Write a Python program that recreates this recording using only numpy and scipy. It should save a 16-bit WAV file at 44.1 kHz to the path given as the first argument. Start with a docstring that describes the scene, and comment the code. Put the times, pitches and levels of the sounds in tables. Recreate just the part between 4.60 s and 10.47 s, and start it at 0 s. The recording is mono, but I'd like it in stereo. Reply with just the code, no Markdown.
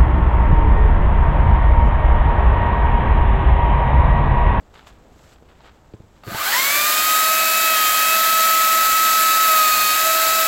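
"""Woodyard, outdoors: a man steps over sawdust to a log, his chaps rustling, then squeezes a chainsaw trigger.
The battery saw runs up and whirs freely: links beat on a six-tooth sprocket (sine whine and partials),
clatter round the bar (clicks and noise through resonances) and hiss in its groove (high clicks and noise).
Decaying noise as an echo gives the scatter off woodpiles; boots are damped thuds and grit, cloth is noise
grains, and the open air is a quiet low noise rumble."""
import sys
import numpy as np
from scipy import signal
from scipy.fft import rfft, irfft, next_fast_len
from scipy.io import wavfile
from scipy.ndimage import uniform_filter1d

SR = 44100
rng = np.random.default_rng(int(sys.argv[2]) if len(sys.argv) > 2 else 0)


def generate_wav(signal):
    """Clip the signal to [-1, 1] and save it as 16-bit WAV at the path in sys.argv[1]."""
    frames = np.transpose(np.atleast_2d(signal))
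    scaled = np.clip(frames, -1, 1) * 32767
    pcm = np.round(scaled).astype(np.int16)
    wavfile.write(sys.argv[1], SR, pcm)


N = 258867
T = np.arange(N) / SR

LINKS, TEETH = 52, 6  # chain loop, sprocket
TRIGGER_S = 1.632


def saw():
    """Whine plus chain noise, gated at the trigger; the saw is nearer the left port, so the right lags."""
    link_hz = speed() * (1 + 0.0012 * walk(70))
    links = np.cumsum(link_hz) / SR
    rattle = ports(woodpiles(chain(links, link_hz), wet_db=-4.5, t60_s=0.054))
    gate = np.clip((T - TRIGGER_S) / 0.0048, 0, 1)
    left, right = (whine(links, link_hz) + rattle) * gate
    lag_samples = 3
    return np.array([left, np.pad(right, (lag_samples, 0))[:N]])


# Brief speed sags: start_s, fall_s, hold_s, recovery_s, depth_links_per_s
SPEED_SAGS = [(3.08, .16, .02, .3, 30), (4.84, .21, .26, .15, 38)]
START_HZ, FULL_HZ = 120, 1293.3  # links per second
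RAMP_HZ_PER_S, RAMP_S, SETTLE_S = 2650, 0.345, 0.255


def speed():
    """Links per second: an even motor ramp, an exponential approach to full speed, and brief sags."""
    t = np.maximum(T - TRIGGER_S, 0)
    ramp = START_HZ + RAMP_HZ_PER_S * np.minimum(t, RAMP_S)
    settling = np.exp(-np.maximum(t - RAMP_S, 0) / SETTLE_S)
    link_hz = FULL_HZ - (FULL_HZ - ramp) * settling
    for *times_s, depth_hz in SPEED_SAGS:
        link_hz = link_hz - depth_hz * np.interp(T, np.cumsum(times_s), [0, 1, 1, 0])
    return link_hz


def whipping(link_hz):
    """Chain whip (0-1) below full speed, which smears and breaks the tones."""
    return np.clip((1 - link_hz / FULL_HZ) * 3.5, 0, 1)


def growth_db(link_hz, knee_hz, power):
    """Level that follows a power of the chain speed and levels off above a knee."""
    return -10 * np.log10(1 + (knee_hz / link_hz) ** (2 * power))


# Link tone as the saw is moved: time_s, level_db, left_minus_right_db
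LINK_TONE = [(1.65, -61, 2), (1.88, -34.5, 3), (1.97, -23.5, 8), (2.08, -31, 3), (2.2, -22, 0),
             (2.39, -25, 12.5), (2.51, -17, 1), (2.7, -18.5, 3), (2.9, -22.5, -6), (3.2, -18.5, 2),
             (3.45, -19, 0.5), (3.57, -18.5, -4.5), (3.8, -16, 1.5), (4.8, -16, -2), (4.95, -13.5, 0),
             (5.24, -20, 4.5), (5.47, -19, -3), (5.85, -19, -0.5)]
# Cutter overtones, one cutter every second link: multiple_of_cutter_rate, base_level_db
CUTTER_OVERTONES = [(3, -37.5), (5, -42), (6, -35.3), (7, -38), (8, -39.5), (9, -40.5), (10, -41),
                    (11, -33), (12, -44), (22, -41)]
# Sprocket and motor: multiple_of_shaft_rate, base_level_db
SHAFT_TONES = [(1, -53), (4, -52), (8, -38), (10, -44)]
# Uneven chain: multiple_of_loop_rate, base_level_db
LOOP_TONES = [(13, -58), (63, -38.5), (67, -44), (93, -40), (165, -46)]
# Tones that stand out as the saw is tilted: start_s, end_s, multiple_of_cutter_rate, lift_db
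TILT_SWELLS = [(1.88, 2.246, 4, 8), (1.917, 2.5, 6, 0.5), (2.166, 2.346, 1, 4.5), (2.2, 2.65, 5, 4),
               (2.648, 3.152, 1, 9), (2.72, 3.18, 4, 6.5), (3.0, 3.53, 5, 6.5), (3.12, 3.48, 7, 2),
               (3.373, 3.58, 4, 7), (3.483, 4.253, 1, 5.5), (3.52, 4.8, 3, 3.5), (4.417, 5.334, 7, 8),
               (4.8, 5.316, 4, 4), (4.902, 5.08, 1, 8), (5.418, 6, 1, 13)]
CUTTER_DB, OCTAVE_DB = -40.5, -33  # high-speed limits, before swells


def whine(links, link_hz):
    """Links strike the sprocket in a steady tone; cutters, shaft and chain loop add their own series."""
    link_db, pan_db = curves(LINK_TONE)
    cutter_db = CUTTER_DB + growth_db(link_hz, knee_hz=1120, power=6.8) + swell_db(1, TILT_SWELLS)
    octave_db = OCTAVE_DB + growth_db(link_hz, knee_hz=444, power=4.1) + swell_db(4, TILT_SWELLS)
    whip = whipping(link_hz)
    phase = 2 * np.pi * links + 0.85 * whip * walk(170)
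    flutter_db = 0.4 + 3 * whip
    sides = np.array([[0.5], [-0.5]])

    link_gain = undb(link_db + sides * pan_db + flutter_db * walk(60))
    cutter_gain = undb(cutter_db + sides * 2.6 + 2.36 * walk(30))
    octave_gain = undb(octave_db + sides * 7.3 + (1.5 + flutter_db) * walk(60))
    link = link_gain * np.sin(phase + sides * 0.43)
    cutter = cutter_gain * np.sin(phase / 2 + sides * 0.71)
    octave = octave_gain * np.sin(2 * phase)

    upper = tones(phase / (4 * np.pi), link_hz / 2, CUTTER_OVERTONES, TILT_SWELLS)
    shaft = tones(links / TEETH, link_hz / TEETH, SHAFT_TONES)
    loop = tones(links / LINKS, link_hz / LINKS, LOOP_TONES)
    partial_gain = np.minimum(link_hz / 900, 1) ** 3
    return np.sqrt(2) * (link + cutter + octave) + partial_gain * (upper + shaft + loop)


# Housing resonances swept by the partials: center_hz, width_hz, lift_db
HOUSING_MODES = [(3120, 130, 13), (3530, 280, 8), (4380, 70, 7)]


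def tones(turns, turn_hz, table, swells=()):
    """Partials of a rotation, lifted by the housing; each swells and shifts at each port as the saw moves."""
    out = np.zeros((2, N))
    for multiple, db in table:
        order, drift, start = np.round(multiple), walk(2.96), rng.random()
        lift_db = swell_db(order, swells)
        for center_hz, width_hz, peak_db in HOUSING_MODES:
            detune = 2 * (order * turn_hz - center_hz) / width_hz
            lift_db = lift_db + peak_db / (1 + detune ** 2)
        for side in range(2):
            phase = 2 * np.pi * (order * turns + start) + 0.5 * walk(2.13)
            out[side] += undb(db + lift_db + 1.9 * (drift + walk(5))) * np.sin(phase)
    return np.sqrt(2) * out


def swell_db(order, swells, fade_s=0.094):
    """Lift of one tone: each swell fades in, holds and fades out."""
    def fade(s):
        return np.clip(s / fade_s + 0.5, 0, 1)

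    return sum(db * fade(T - start) * fade(end - T)
               for start, end, multiple, db in swells if np.round(multiple) == order)


# Clatter spectrum: frequency_hz, relative_density_db
CLATTER_COLOUR = [(60, -58), (150, -24.5), (210, -13), (260, -11.5), (320, -5), (480, -11), (590, -1),
                  (950, -2.5), (1300, 1.5), (1700, 3), (2500, 2), (3300, 0), (4300, 0), (5500, -8),
                  (9000, -23)]
# Groove hiss spectrum: frequency_hz, relative_density_db
HISS_COLOUR = [(2000, -51), (4000, 2), (5000, 0.5), (5900, 0), (7400, 5), (8400, 1), (9400, -8.5),
               (10400, 0), (11700, 2.5), (13200, 1.5), (14500, 3.5), (15800, -1.5)]
# Bar and cover knocked by single links: center_hz, width_hz, relative_level_db
BAR_MODES = [(690, 31, 1), (1248, 37, 9), (1510, 140, -1), (4450, 170, -9)]
# High-speed gain limits, before the layer mixes
CLATTER_DB, CLATTER_KNEE_HZ, CLATTER_POWER = -29, 546, 1.8
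HISS_DB, HISS_KNEE_HZ, HISS_POWER = -21, 836, 2.48
WHIP_CLATTER_DB = 3  # extra at full whip


def chain(links, link_hz):
    """Link impacts rattle the bar and housing; steel sliding in the groove hisses in time with the cutters."""
    clatter_db = CLATTER_DB + growth_db(link_hz, CLATTER_KNEE_HZ, CLATTER_POWER)
    clatter_db = clatter_db + WHIP_CLATTER_DB * whipping(link_hz)
    hiss_db = HISS_DB + growth_db(link_hz, HISS_KNEE_HZ, HISS_POWER)
    # slow: the bar rings link by link; fast: a blurred whirr
    blur = np.minimum(link_hz / 1200, 1)
    rub = 1 + 0.073 * np.sin(np.pi * links) + 0.058 * np.sin(4 * np.pi * links) + 0.11 * walk(160)

    clicks = pair(np.array([impacts(links, scatter_db=1.5, play=0.061) for _ in range(3)]), 0.6)
    ring = 0
    for center_hz, width_hz, db in BAR_MODES:
        b, a = signal.iirpeak(center_hz, center_hz / width_hz, SR)
        ring = ring + undb(db) * signal.lfilter(b, a, clicks)
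    whirr = undb(3.0) * blur * rub * noise(CLATTER_COLOUR, shared=0.6)
    clatter = colour(clicks, CLATTER_COLOUR) + whirr
    clatter = clatter + undb(-14.5 + 24.5 * (1 - blur)) * unit(ring)

    sparks = pair(np.array([impacts(links, scatter_db=-1.5, play=0.4015) for _ in range(3)]), 0.31)
    hiss = undb(2.0) * rub * noise(HISS_COLOUR, shared=0.35) + undb(-3.5) * colour(sparks, HISS_COLOUR)
    return undb(clatter_db) * clatter + undb(hiss_db) * hiss


def impacts(links, scatter_db, play):
    """One click a link; each link's own size and slack come round again with every loop."""
    k = np.arange(1, int(links[-1]))
    own = rng.standard_normal((LINKS, 2))[k % LINKS]
    chance = rng.standard_normal((8192, 2))[k]
    at = np.interp(k + 0.296 * own[:, 0] + play * chance[:, 0], links, np.arange(N))
    size = own[:, 1] * undb(scatter_db * chance[:, 1])
    # sinc taps place clicks between samples
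    taps = at.astype(int)[:, None] + np.arange(-5, 7)
    weights = size[:, None] * np.sinc(taps - at[:, None])
    return unit(np.bincount(np.clip(taps, 0, N - 1).ravel(), weights.ravel(), N))


# Ports face different ways: frequency_hz, left_minus_right_db
PORT_LEAN = [(300, 1.5), (1250, 3.5), (1600, 8), (2400, 0), (3200, 2.5), (5800, 2), (6800, 4), (7600, 6.5),
             (8600, -2.5), (10500, 1), (11800, -0.5), (13200, -1.5), (15600, 9.5)]
ALIKE_BELOW_HZ = 640  # long waves reach both ports alike


def ports(x):
    """Each port favours some bands of the chain noise; the bass is nearly the same at both."""
    hz, db = np.transpose(PORT_LEAN)
    size = next_fast_len(N)
    f = np.fft.rfftfreq(size, 1 / SR)
    lean_db = np.interp(f, hz, db) / 2
    both = rfft(x, size)
    mid = both.mean(axis=0)
    both = mid + (both - mid) * f / np.hypot(f, ALIKE_BELOW_HZ)
    return irfft(both * undb([lean_db, -lean_db]), size)[:, :N]


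def woodpiles(x, wet_db, t60_s):
    """A short scatter of reflections from logs and shed, as decaying noise after a 6 ms gap."""
    t = np.arange(SR // 3) / SR
    tail = rng.standard_normal((2, len(t))) * undb(-60 * t / t60_s) * (t > 0.006)
    tail /= np.sqrt(np.sum(tail ** 2, axis=1, keepdims=True))
    return x + undb(wet_db) * signal.fftconvolve(x, tail, axes=1)[:, :N]


# Cloth and grit spectrum: frequency_hz, relative_density_db
RUSTLE_COLOUR = [(300, -2), (700, 3), (1300, 3.5), (2200, -3), (3600, -5), (5000, -13.5), (9000, -49)]
# Cloth swish spectrum: frequency_hz, relative_density_db
SWISH_COLOUR = [(3000, 1.5), (4500, -1), (6000, -2), (7800, 1.5), (9400, -18), (11500, -9), (15500, -16)]


def clothes():
    """Stiff cloth and sawdust crackle in small grains as the man walks up; a swish lies on top."""
    rustle_gain, swish_gain = strokes()
    grains_per_s = 500
    grains = (rng.random((3, N)) < grains_per_s / SR) * rng.standard_normal((3, N))
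    crackle = colour(pair(grains, 0.6), RUSTLE_COLOUR) + 0.6 * noise(RUSTLE_COLOUR, shared=0.5)
    rustle = rustle_gain * undb(2 * walk(150)) * unit(crackle)
    swish = swish_gain * undb(1.1 * walk(140)) * noise(SWISH_COLOUR, shared=0.12)
    return rustle + swish


# Chaps strokes as the legs move: start_s, rise_s, t60_s, rustle_gain_db, swish_gain_db
LEG_STROKES = [(.136, .006, 0.8, -45.5, -57), (.258, 0.018, 0.18, -47, -48.5),
               (.45, 0.287, 0.079, -57, -53.5), (.875, .025, 0.7, -56, -71), (.97, 0.11, .13, -47, -61),
               (1.5, 0.13, .1, -58, -62)]
RUSTLE_DB, SWISH_DB = -66, -64  # gain of the cloth between strokes


def strokes():
    """Gains of rustle and swish: each stroke builds up and dies away over a faint steady rub."""
    rustle, swish = undb(RUSTLE_DB), undb(SWISH_DB)
    for start_s, rise_s, t60_s, rustle_db, swish_db in LEG_STROKES:
        rise = np.clip((T - start_s) / rise_s, 0, 1)
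        shape = rise * undb(-60 * np.maximum(T - start_s - rise_s, 0) / t60_s)
        rustle = np.hypot(rustle, undb(rustle_db) * shape)
        swish = np.hypot(swish, undb(swish_db) * shape)
    return rustle, swish


# Soft thuds of boots and heavy cloth: start_s, relative_level_db, pitch_hz, t60_s
SOFT_THUDS = [(0.445, -48, 61.9, 0.067), (0.516, -39, 99.6, 0.079), (0.567, -48, 61.9, 0.07),
              (0.823, -29.5, 230, 0.038), (1.337, -25, 110, 0.052), (1.401, -28, 145, 0.05),
              (1.433, -35, 61.9, 0.07), (1.669, -21, 149, 0.11), (1.716, -22.5, 205, 0.058),
              (1.746, -18, 134, 0.036), (2.168, -35, 85, 0.061)]
# Scuffs and buckle ticks: start_s, relative_level_db, t60_s
GRIT_SCUFFS = [(0.139, -31, 0.03), (0.175, -29, 0.027), (0.271, -26, 0.03), (0.759, -30.5, 0.029),
               (0.89, -37, 0.03), (1.005, -27, 0.025), (1.093, -26, 0.03), (1.336, -28, 0.024),
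               (1.635, -22, 0.03)]


def steps():
    """Dull, quickly damped thuds and short gritty scuffs."""
    out = np.zeros((2, N))
    dull_colour = [(30, -19), (100, 2.5), (350, -2.5), (800, -18), (3000, -45), (9000, -68)]  # Hz, dB
    dull = noise(dull_colour, shared=0.88)
    grit = noise(RUSTLE_COLOUR, shared=0.13)
    for start_s, db, pitch_hz, t60_s in SOFT_THUDS:
        t = np.maximum(T - start_s, 0)
        envelope = undb(db - 60 * t / t60_s) * np.minimum(t / 0.002, 1)
        out += envelope * (0.56 * np.sin(2 * np.pi * pitch_hz * t) + 0.54 * dull)
    for start_s, db, t60_s in GRIT_SCUFFS:
        t = np.maximum(T - start_s, 0)
        out += undb(db - 13 - 60 * t / t60_s) * np.minimum(t / 0.00077, 1) * grit
    return woodpiles(out, wet_db=-10.5, t60_s=0.23)


# Open-air spectrum: frequency_hz, relative_density_db
AIR_COLOUR = [(20, -4), (35, 2), (55, 5), (90, -2.5), (150, -6.5), (430, -10), (700, -11), (1500, -21.5),
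              (3000, -37.5), (5100, -60), (7500, -42), (9500, -60), (15000, -45)]


def outdoors():
    """A low, gently swelling rumble of open air, nearly alike at both ports."""
    return undb(-51.0 + 1.1 * walk(4.2)) * noise(AIR_COLOUR, shared=0.88)


def undb(db):
    """Decibels to gain."""
    return 10 ** (np.asarray(db) / 20)


def curves(table):
    """Each column of a table, joined by straight lines in time."""
    time_s, *columns = np.transpose(table)
    return [np.interp(T, time_s, column) for column in columns]


def unit(x):
    """Scale to rms 1."""
    return x / np.sqrt(np.mean(x ** 2) + 1e-18)


def colour(x, points):
    """Filter by a (Hz, dB) outline; rms 1."""
    hz, db = np.transpose(points)
    size = next_fast_len(N)
    f = np.maximum(np.fft.rfftfreq(size, 1 / SR), 1)
    gain = undb(np.interp(np.log(f), np.log(hz), db))
    return unit(irfft(rfft(x, size) * gain, size)[..., :N])


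def walk(rate_hz):
    """Smooth random drift, rms 1."""
    steps_at_rate = np.interp(T * rate_hz, np.arange(1024), rng.standard_normal(1024))
    return unit(uniform_filter1d(steps_at_rate, int(SR / rate_hz / 2) + 1))


def pair(three, shared):
    """Two ports hear one common signal (power share 0-1) and one of their own each."""
    shared = np.clip(shared, 0, 1)
    return np.sqrt(shared) * three[0] + np.sqrt(1 - shared) * three[1:]


def noise(points, shared):
    """Coloured stereo noise, rms 1."""
    return colour(pair(rng.standard_normal((3, N)), shared), points)


def scene():
    """The saw over the man's movements and the open air, which lean slightly left."""
    return saw() + (clothes() + steps() + outdoors()) * undb([[0.9], [-0.9]])


def record(dry):
    """A steep elliptic low-pass cuts the top, as in a phone."""
    top_hz = 15900
    lowpass = signal.ellip(12, 0.1, 80, top_hz, fs=SR, output="sos")
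    return signal.sosfilt(lowpass, dry)


dry = scene()
out = record(dry)
generate_wav(out)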